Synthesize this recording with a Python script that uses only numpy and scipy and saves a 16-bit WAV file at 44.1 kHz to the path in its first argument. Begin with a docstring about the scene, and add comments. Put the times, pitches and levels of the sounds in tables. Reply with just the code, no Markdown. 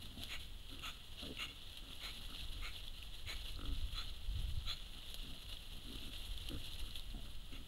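"""Dry leaves rustle under a low grunt, a twig snaps, and a sharp snort follows: wild boars at night.
Their feet fracture the litter, break twigs and thud on the soil. Grunts are rough pulses from slack
vocal folds, filtered by the body's resonances; one boar sniffs in jets of air that hiss and whistle.
All is heard from a camera close by, whose small weatherproof case rings near 3 kHz and makes a hiss
of the rustle."""
import sys
import numpy as np
from scipy import signal
from scipy.fft import rfft, irfft
from scipy.io import wavfile
from scipy.ndimage import uniform_filter1d

SR = 44100
rng = np.random.default_rng(int(sys.argv[2]) if len(sys.argv) > 2 else 0)


def waveform_to_disk(signal):
    """Save audio, clipped to [-1, 1], as 16-bit WAV at the path in sys.argv[1]."""
    frames = np.transpose(np.atleast_2d(signal))
    scaled = np.clip(frames, -1, 1) * 32767
    samples = np.round(scaled).astype(np.int16)
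    wavfile.write(sys.argv[1], SR, samples)


N = 338247
TIME = np.arange(N) / SR


def amp(db):
    """Amplitude ratio of a level in decibels."""
    return 10 ** (np.asarray(db) / 20)


def unit(x):
    """Normalisation to rms 1."""
    return x / np.sqrt(np.mean(x ** 2) + 1e-20)


def level_at(spectrum, hz):
    """Spectral level in dB, interpolated on a log-frequency axis."""
    f, db = np.transpose(spectrum)
    return np.interp(np.log(hz + 1), np.log(f), db)


def colour(x, db_at, size=8192):
    """Minimum-phase filter of gain db_at(hz): ringing follows the blow."""
    hz = abs(np.fft.fftfreq(size, 1 / SR))
    log_gain = np.log(amp(np.maximum(db_at(hz), -100)))
    taps = np.fft.ifft(np.exp(np.conj(signal.hilbert(log_gain)))).real
    return signal.fftconvolve(x, taps[:size // 2])[:len(x)]


def noise(spectrum):
    """Spectral shaping of white noise, at rms 1."""
    gain = amp(level_at(spectrum, np.fft.rfftfreq(N, 1 / SR)))
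    return unit(irfft(rfft(rng.standard_normal(N)) * gain, N))


def drift(n, hz):
    """Random modulation: hz Gaussian values a second, joined by lines."""
    return np.interp(np.arange(n) * hz / SR, np.arange(N // 20), rng.standard_normal(N // 20))


def resonate(x, hz, width):
    """Heterodyne resonator at rms 1: shift hz down to zero, smooth twice, shift back."""
    carrier = np.exp(2j * np.pi * np.cumsum(hz * np.ones(len(x))) / SR)
    pole = np.exp(-np.pi * width / SR)
    return unit((carrier * signal.lfilter([1], [1, -2 * pole, pole * pole], x / carrier)).real)


def add(mix, start, sound):
    """Superposition of a sound from start, in seconds."""
    part = mix[max(round(start * SR), 0):][:len(sound)]
    part += sound[:len(part)]


def play(table, source):
    """Superposition of one event for each row."""
    out = np.zeros(N)
    for start, *row in table:
        add(out, start, source(*row))
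    return out


# steady hiss of the night and the electronics: f/Hz, relative level/dB
FLOOR_SPECTRUM = [(30, -9.5), (170, -0.5), (400, -9), (1000, -13), (2300, -16.5), (3200, -3.5),
                  (4200, -14.5), (5500, -24.5), (11000, -20), (15500, -27)]


def noise_floor(db=-63.0):
    """Stationary noise lies beneath every other source."""
    return amp(db) * noise(FLOOR_SPECTRUM)


# the herd's weight on the ground: t/s, sway level/dB, thud level/dB
TREAD_LEVELS = [(0, -53, -57), (.4, -46.5, -59), (.65, -50, -63), (1.45, -53, -62), (2.15, -50, -64),
                (2.55, -43, -56.5), (2.9, -48, -63), (3.55, -44, -57), (3.75, -39, -49), (4.18, -46, -60.5),
                (4.38, -36.5, -49), (4.63, -41, -53), (4.92, -49.5, -63.5), (5.5, -49, -60.5),
                (5.9, -48, -63), (6.55, -44.5, -55), (7.25, -44.5, -60), (7.67, -47.5, -63)]
# sway of the camera mount and thud of the soil: f/Hz, relative level/dB
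SWAY_SPECTRUM = [(5, -1), (15, 13.5), (25, 7.5), (50, 2.5), (65, -7.5), (100, -42), (1000, -93)]
THUD_SPECTRUM = [(35, -26), (60, -4), (88, -2), (115, -11.5), (150, -17.5), (260, -28), (600, -56),
                 (3000, -100)]


def ground(sway_gain_db=-1.5):
    """Forced vibration: heavy bodies treading near by sway the mount and thud on the soil."""
    def shake(spectrum, db):
        x = noise(spectrum)
        x /= np.sqrt(uniform_filter1d(x ** 2, SR // 4) + 1e-6)  # the tread alone sets the strength
        return x * amp(np.interp(TIME, times, db))
    times, sway_db, thud_db = np.transpose(TREAD_LEVELS)
    return shake(SWAY_SPECTRUM, sway_db + sway_gain_db) + shake(THUD_SPECTRUM, thud_db)


# heavy footfalls close by: t/s, peak level/dB, bounce f/Hz
HOOF_IMPACTS = [(3.26, -41, 70), (3.71, -35.5, 47), (3.825, -36, 41), (3.915, -36.5, 48.8),
                (4.35, -30.5, 65.4), (4.385, -40, 93), (4.48, -36, 72), (4.57, -35.5, 89),
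                (5.17, -39, 24.6), (6.29, -35, 34.4), (6.445, -41, 41.5), (6.8, -35.5, 34.5)]


def footfall(db, hz, cycles=2.02):
    """Damped oscillation: soft soil bounces briefly under a hoof."""
    turns = np.arange(int(SR * cycles / hz)) * hz / SR
    bounce = np.sin(2 * np.pi * turns) * np.sin(np.pi * turns / cycles) ** 2 * np.exp(-turns)
    return amp(db) * bounce / abs(bounce).max()


def fractures(per_s=2300, size_db=3.0, decay_cycles=1.64, bands=24):
    """Shot noise: tiny leaf cracks arrive at random, each ringing briefly at its band's pitch."""
    out, t = np.zeros(N), np.arange(SR // 100) / SR
    for hz in np.geomspace(900, 13000, bands):
        onsets = rng.integers(0, N, int(per_s * N / SR / bands))
        sizes = amp(size_db * np.minimum(rng.exponential(1, len(onsets)), 4))
        ring = np.sin(2 * np.pi * hz * t) * np.exp(-hz * t / decay_cycles)
        cracks = signal.oaconvolve(np.bincount(onsets, sizes, N), ring)[:N]
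        out += np.sqrt(hz) * unit(cracks)  # equal power per Hz
    return unit(out)


# single steps that crush the leaves: t/s, duration/s, peak level/dB
LEAF_STEPS = [(.01, 0.058, -52.5), (.17, 0.16, -50.5), (.39, 0.083, -55), (.68, 0.12, -54),
              (1.17, 0.16, -50.5), (1.74, 0.096, -59), (1.92, 0.11, -66), (2.11, 0.16, -56),
              (2.33, 0.14, -53), (2.51, 0.053, -57), (2.72, 0.18, -54.5), (2.95, 0.15, -56),
              (3.12, 0.084, -52.5), (3.33, 0.11, -53.5), (3.44, 0.12, -50.5), (3.65, 0.18, -61.5),
              (4.36, 0.11, -53), (5.48, 0.078, -51.5), (5.7, .08, -59.5), (5.86, .23, -56),
              (6.2, 0.082, -53), (6.4, 0.072, -59), (6.58, .2, -54.5), (6.945, .07, -53.5),
              (7.49, 0.11, -59)]


def step_power(length, db, press_share=0.26):
    """Power envelope of a step: it swells as the hoof presses and dies as the leaves settle."""
    progress = np.linspace(0, 1, int(length * SR))
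    return amp(db) ** 2 * np.interp(progress, [0, press_share, 1], [0, 1, 0]) ** 0.83


# rustle of dry leaves: f/Hz, relative level/dB
LEAF_SPECTRUM = [(650, -11.5), (950, -19.5), (1300, -15.5), (2350, -17.5), (2850, 0.5), (3350, 0),
                 (4100, -1), (4650, -18), (6700, -20.5), (7600, -21), (9800, -16), (11100, -9),
                 (13000, -19.5), (15500, -34)]
# dryness of the leaves underfoot: t/s, treble gain/dB
LEAF_DRYNESS = [(0, -3), (1, -4.5), (1.5, -7), (2.2, -4), (2.8, -6), (3.4, -3.5), (3.8, -6.5), (4.5, -4.5),
                (5.2, -3.5), (5.6, -4.5), (6.5, -2.5), (7.67, -3)]
# how busily the herd stirs the litter: t/s, level/dB
STIR_LEVELS = [(0, -61), (.55, -62.5), (1.1, -60), (1.65, -57.5), (2.1, -54.5), (2.7, -57.5), (3.1, -60),
               (3.4, -62.5), (3.8, -57), (4.3, -57.5), (4.8, -58), (5.2, -53.5), (5.65, -61), (6.1, -54),
               (6.85, -55.5), (7.08, -60.5), (7.35, -62.5), (7.67, -64.5)]


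def litter(crackle_share=0.38, clump_db=2.08, fizz_db=2.0, lull_db=1.0):
    """Incoherent sources add in power: leaf fractures, bristles brushing plants, and single steps."""
    drive = np.sqrt(crackle_share) * fractures() + np.sqrt(1 - crackle_share) * rng.standard_normal(N)
    drive *= amp(clump_db * drift(N, 70))
    rustle = unit(colour(drive, lambda hz: level_at(LEAF_SPECTRUM, hz)))
    body = signal.sosfiltfilt(signal.butter(2, 6000, fs=SR, output="sos"), rustle)
    crispness = amp(np.interp(TIME, *np.transpose(LEAF_DRYNESS)) + fizz_db * drift(N, 45))
    stir = amp(np.interp(TIME, *np.transpose(STIR_LEVELS)) + lull_db * drift(N, 18))
    return (body + (rustle - body) * crispness) * np.sqrt(stir ** 2 + play(LEAF_STEPS, step_power))


def stalks(per_s=14, above_stir_db=7.5, spread_db=2.5, low_hz=2800, high_hz=4200, decay_s=.0011):
    """Free decay: stalks and needles tick at random, as loud as the herd is busy."""
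    out, t = np.zeros(N), np.arange(SR // 100) / SR
    for when, size, pitch in rng.random((int(per_s * N / SR), 3)):
        start, hz = when * N / SR, low_hz + pitch * (high_hz - low_hz)
        db = np.interp(start, *np.transpose(STIR_LEVELS)) + above_stir_db
        db -= spread_db * np.log(max(size, .05))
        add(out, start, amp(db) * np.sin(2 * np.pi * hz * t) * np.exp(-t / decay_s))
    return out


# twigs snapping: t/s, relative peak level/dB, ring f/Hz, relative crack level/dB
TWIG_SNAPS = [(0.2358, -31.5, 3360, -15), (0.7941, -42.5, 2820, -19), (1.3724, -38, 2960, -29),
              (1.773, -38, 3170, -18), (1.932, -40.5, 3390, -26), (2.579, -48, 3190, -26),
              (2.8805, -37.5, 3440, -30), (3.027, -41, 2750, -22), (3.2755, -41, 2990, -21),
              (3.5588, -43.5, 4030, -28), (3.612, -45.5, 2940, -32), (3.6546, -44, 3420, -27),
              (5.1435, -31, 3300, -3), (5.5699, -41.5, 3250, -33), (6.3771, -37.5, 3460, -30),
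              (6.4887, -32.5, 3160, -14), (6.7351, -40, 3410, -17), (6.909, -41, 3800, -21),
              (6.9558, -36.5, 3420, -27), (6.996, -39.5, 3780, -20)]


def twigs(gain_db=1.0, crack_gain_db=16.0, tear_s=0.005):
    """Brittle fracture: a twig cracks, its fibres tear briefly and it rings at its own pitch."""
    out, t = np.zeros(N), np.arange(SR // 20) / SR
    impulse = t == 0
    for start, db, ring_hz, crack_db in TWIG_SNAPS:
        tear = rng.standard_normal(len(t)) * np.exp(-t / tear_s)
        # a hard crack has a flatter spectrum than the rustle
        crack = unit(colour(impulse + .1 * tear, lambda hz: 0.75 * level_at(LEAF_SPECTRUM, hz)))
        ring = resonate(impulse + .058 * tear, ring_hz, width=600)
        snap = ring + amp(crack_db + crack_gain_db) * crack
        add(out, start, amp(db + gain_db) * snap / abs(snap).max())
    return out


def forest(x, wet_db=-11, t60=0.46, gap_s=.004, echoes_per_s=2000):
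    """Scattering from the ground and nearby trunks adds a short, thin echo."""
    t = np.arange(SR // 2) / SR
    taps = rng.standard_normal(len(t)) * (rng.random(len(t)) < echoes_per_s / SR)
    taps *= (t > gap_s) * amp(-60 * t / t60)
    return x + amp(wet_db) * signal.fftconvolve(x, taps / np.linalg.norm(taps))[:N]


# grunts: t/s, duration/s, level/dB, pulse f/Hz, throat f/Hz, mouth gain/dB, snout gain/dB, roughness
GRUNT_CALLS = [ (0, 0.19, -62, 71.7, 210, -21, -30, 0.28), (.15, 0.093, -56.5, 62.3, 218, -10, -26, 0.46),
               (.68, .22, -59.5, 70.24, 289, -14, -10.5, 0.57),
               (1.205, 0.07, -53.5, 79.4, 237, -5, -14, 0.67), (1.24, 0.1, -52, 72, 287, -3, -26, .3),
               (1.385, .16, -63, 72, 294, -13, -20, 0.8), (1.8, .16, -64, 66.2, 261, -12, -9, .4),
               (2.15, 0.085, -61, 69.2, 197, -11, -11, 0.46), (2.28, 0.075, -60, 52.3, 250, -12, -4, .35),
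               (2.52, 0.16, -67, 69.9, 298, -5, -10, .6), (3.56, .12, -56.5, 47.8, 276, -8.5, -4.5, 0.07),
               (3.625, 0.13, -56, 95.1, 283, -14, -15, .07), (4.93, 0.073, -62, 65.2, 205, -14, -9, 0.15),
               (5.21, 0.19, -59, 62.26, 224, -14, -17, .45), (5.68, .14, -62.5, 62.5, 197, -18, -25, .4),
               (5.84, .15, -56, 58.04, 250, -23, -19, 0.34), (6.0, .13, -59.5, 68, 255, -24, -15, 0.44),
               (6.49, 0.093, -49.5, 56.2, 291, -11.5, -15, .45), (6.8, .13, -66, 67.8, 292, -7, -6, 0.53),
               (7.125, 0.09, -55, 66.8, 218, -11, -22, 0.3),
               (7.235, 0.062, -61.5, 70.7, 243, -10, -11, 0.24),
               (7.505, .13, -58.5, 65.4, 259, -16, -23, 0.44)]


def grunt(length, db, pulse_hz, throat_hz, mouth_db, snout_db, rough,
          jitter=.3, shimmer=.83, puff_s=.0027, sag=.14):
    """Source and filter: uneven flaps of slack folds and their puffs of air ring the body's resonances."""
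    n = int(length * SR)
    fall = np.exp(sag * np.linspace(.5, -.5, n))  # pitch, throat and mouth sink as the effort fades
    turns = .5 + np.cumsum(pulse_hz * fall * np.exp(jitter * rough * drift(n, pulse_hz))) / SR
    flaps = np.diff(np.floor(turns), prepend=0) * np.exp(shimmer * rough * drift(n, pulse_hz))
    puffs = (0.26 + np.exp(-(turns % 1) / pulse_hz / puff_s)) * rng.standard_normal(N)[:n]
    drive = (1 - rough) * unit(flaps) + rough * unit(puffs)
    mouth_hz = 560 * (250 / throat_hz) ** 1.54  # the tongue lowers one resonance as it raises the other
    throat = resonate(drive, throat_hz * fall, width=140)
    chest = amp(-8) * resonate(drive, hz=132.6, width=18)
    mouth = amp(mouth_db) * resonate(drive, mouth_hz * fall, width=112)
    snout = amp(snout_db) * resonate(drive, hz=1310, width=320)
    flanks = amp(-5) * resonate(drive, hz=81, width=30)
    return amp(db) * (unit(throat + chest + mouth + snout) + flanks) * signal.windows.tukey(n, 0.48)


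# broad hiss of the nose: f/Hz, relative level/dB
NOSE_SPECTRUM = [(250, -8.5), (750, -6.5), (950, -14), (1250, -1), (1750, -5.5), (2300, 1.5), (3400, 2),
                 (4150, 0.5), (4700, -22.5), (5900, -18), (6750, -10), (7400, -17.5), (11000, -15.5),
                 (15500, -24)]
# resonances of the nasal passage: f/Hz, bandwidth/Hz
NASAL_MODES = [(1340, 340), (2230, 144), (2840, 190), (3450, 170), (4110, 280)]
# snorts: t/s, duration/s, hiss level/dB, whistle level/dB, jet f/Hz, lowest mode's level/dB
SNORT_BLASTS = [ (.28, .11, -48.5, -51.5, 2600, -69), (.812, .11, -47.5, -50.5, 3100, -55.5),
                (1.375, 0.099, -47, -45.5, 2770, -59), (1.46, 0.074, -66, -55, 2850, -82),
                (2.0, .12, -49, -57.5, 2150, -63), (2.605, .11, -51, -56, 2320, -60.5),
                (3.255, .1, -48, -53.5, 2060, -68), (3.93, .12, -52, -50.5, 3780, -59),
                (4.65, 0.11, -48.5, -47.5, 3770, -59.5), (7.505, 0.089, -61, -59.5, 2810, -69)]


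def snort(length, hiss_db, whistle_db, jet_hz, hum_db,
          flutter_db=2, rise=.086, ripple_db=3, ripple_hz=240, jet_db=2, jet_octaves=.22):
    """Turbulent excitation: a fluttering jet hisses and blows nasal modes near its pitch and octave."""
    def near_jet(hz):
        return np.exp(-.5 * (np.log2((hz + 1) / jet_hz) / jet_octaves) ** 2)

    def nose_db(hz):
        ripple = ripple_db * np.interp(hz / ripple_hz, np.arange(len(folds)), folds)
        return level_at(NOSE_SPECTRUM, hz) + ripple * np.minimum(hz / 6000, 1) + jet_db * near_jet(hz)

    n = int(length * SR)
    air = rng.standard_normal((len(NASAL_MODES) + 1, SR))[:, :n]
    folds = rng.standard_normal(200)  # wet nasal folds colour the treble anew each time
    hiss = unit(colour(air[-1], nose_db) * amp(flutter_db * drift(n, 256)))
    mode_hz = np.transpose(NASAL_MODES)[0]
    gains = amp(whistle_db) * (near_jet(mode_hz) + near_jet(mode_hz / 2))
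    gains[0] = amp(hum_db)
    glide = np.exp(rise * np.linspace(-.65, .35, n))
    narrowing = amp(np.clip(hiss_db - whistle_db, -6, 0))  # a jet that locks on whistles more purely
    whistle = sum(gain * resonate(jet, hz * glide, width * narrowing)
                  for jet, gain, (hz, width) in zip(air, gains, NASAL_MODES))
    swell = np.sin(np.pi * np.arange(n) / n) ** 1.22
    return (amp(hiss_db) * hiss + whistle) * swell


def scene():
    """Superposition at one microphone: voices among the trees, litter and ground."""
    voices = forest(play(GRUNT_CALLS, grunt) + play(SNORT_BLASTS, snort))
    return (voices + litter() + twigs() + stalks() + ground() + play(HOOF_IMPACTS, footfall))[None]


# narrow resonances of the camera case: f/Hz, bandwidth/Hz, gain/dB
CASE_MODES = [(1293, 83, 3.5), (1954, 29, 7), (2190, 34, 2), (3420, 82, 2.5), (4950, 38, 8),
              (6750, 260, 6.5)]


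def record(dry, whine_hz=15625, whine_db=-86.5, cutoff_hz=15740):
    """Case resonances colour scene and noise floor; the electronics add a whine and limit the band."""
    def case_db(hz):
        return sum(db / (1 + (2 * (hz - f) / width) ** 2) for f, width, db in CASE_MODES)
    cased = colour(dry[0] + noise_floor(), case_db)
    whine = amp(whine_db) * np.sqrt(2) * np.sin(2 * np.pi * whine_hz * TIME)
    low_pass = signal.firwin(2047, cutoff_hz, window=("kaiser", 9), fs=SR)
    return signal.oaconvolve(cased + whine, low_pass, "same")[None]


dry = scene()
out = record(dry)
waveform_to_disk(out)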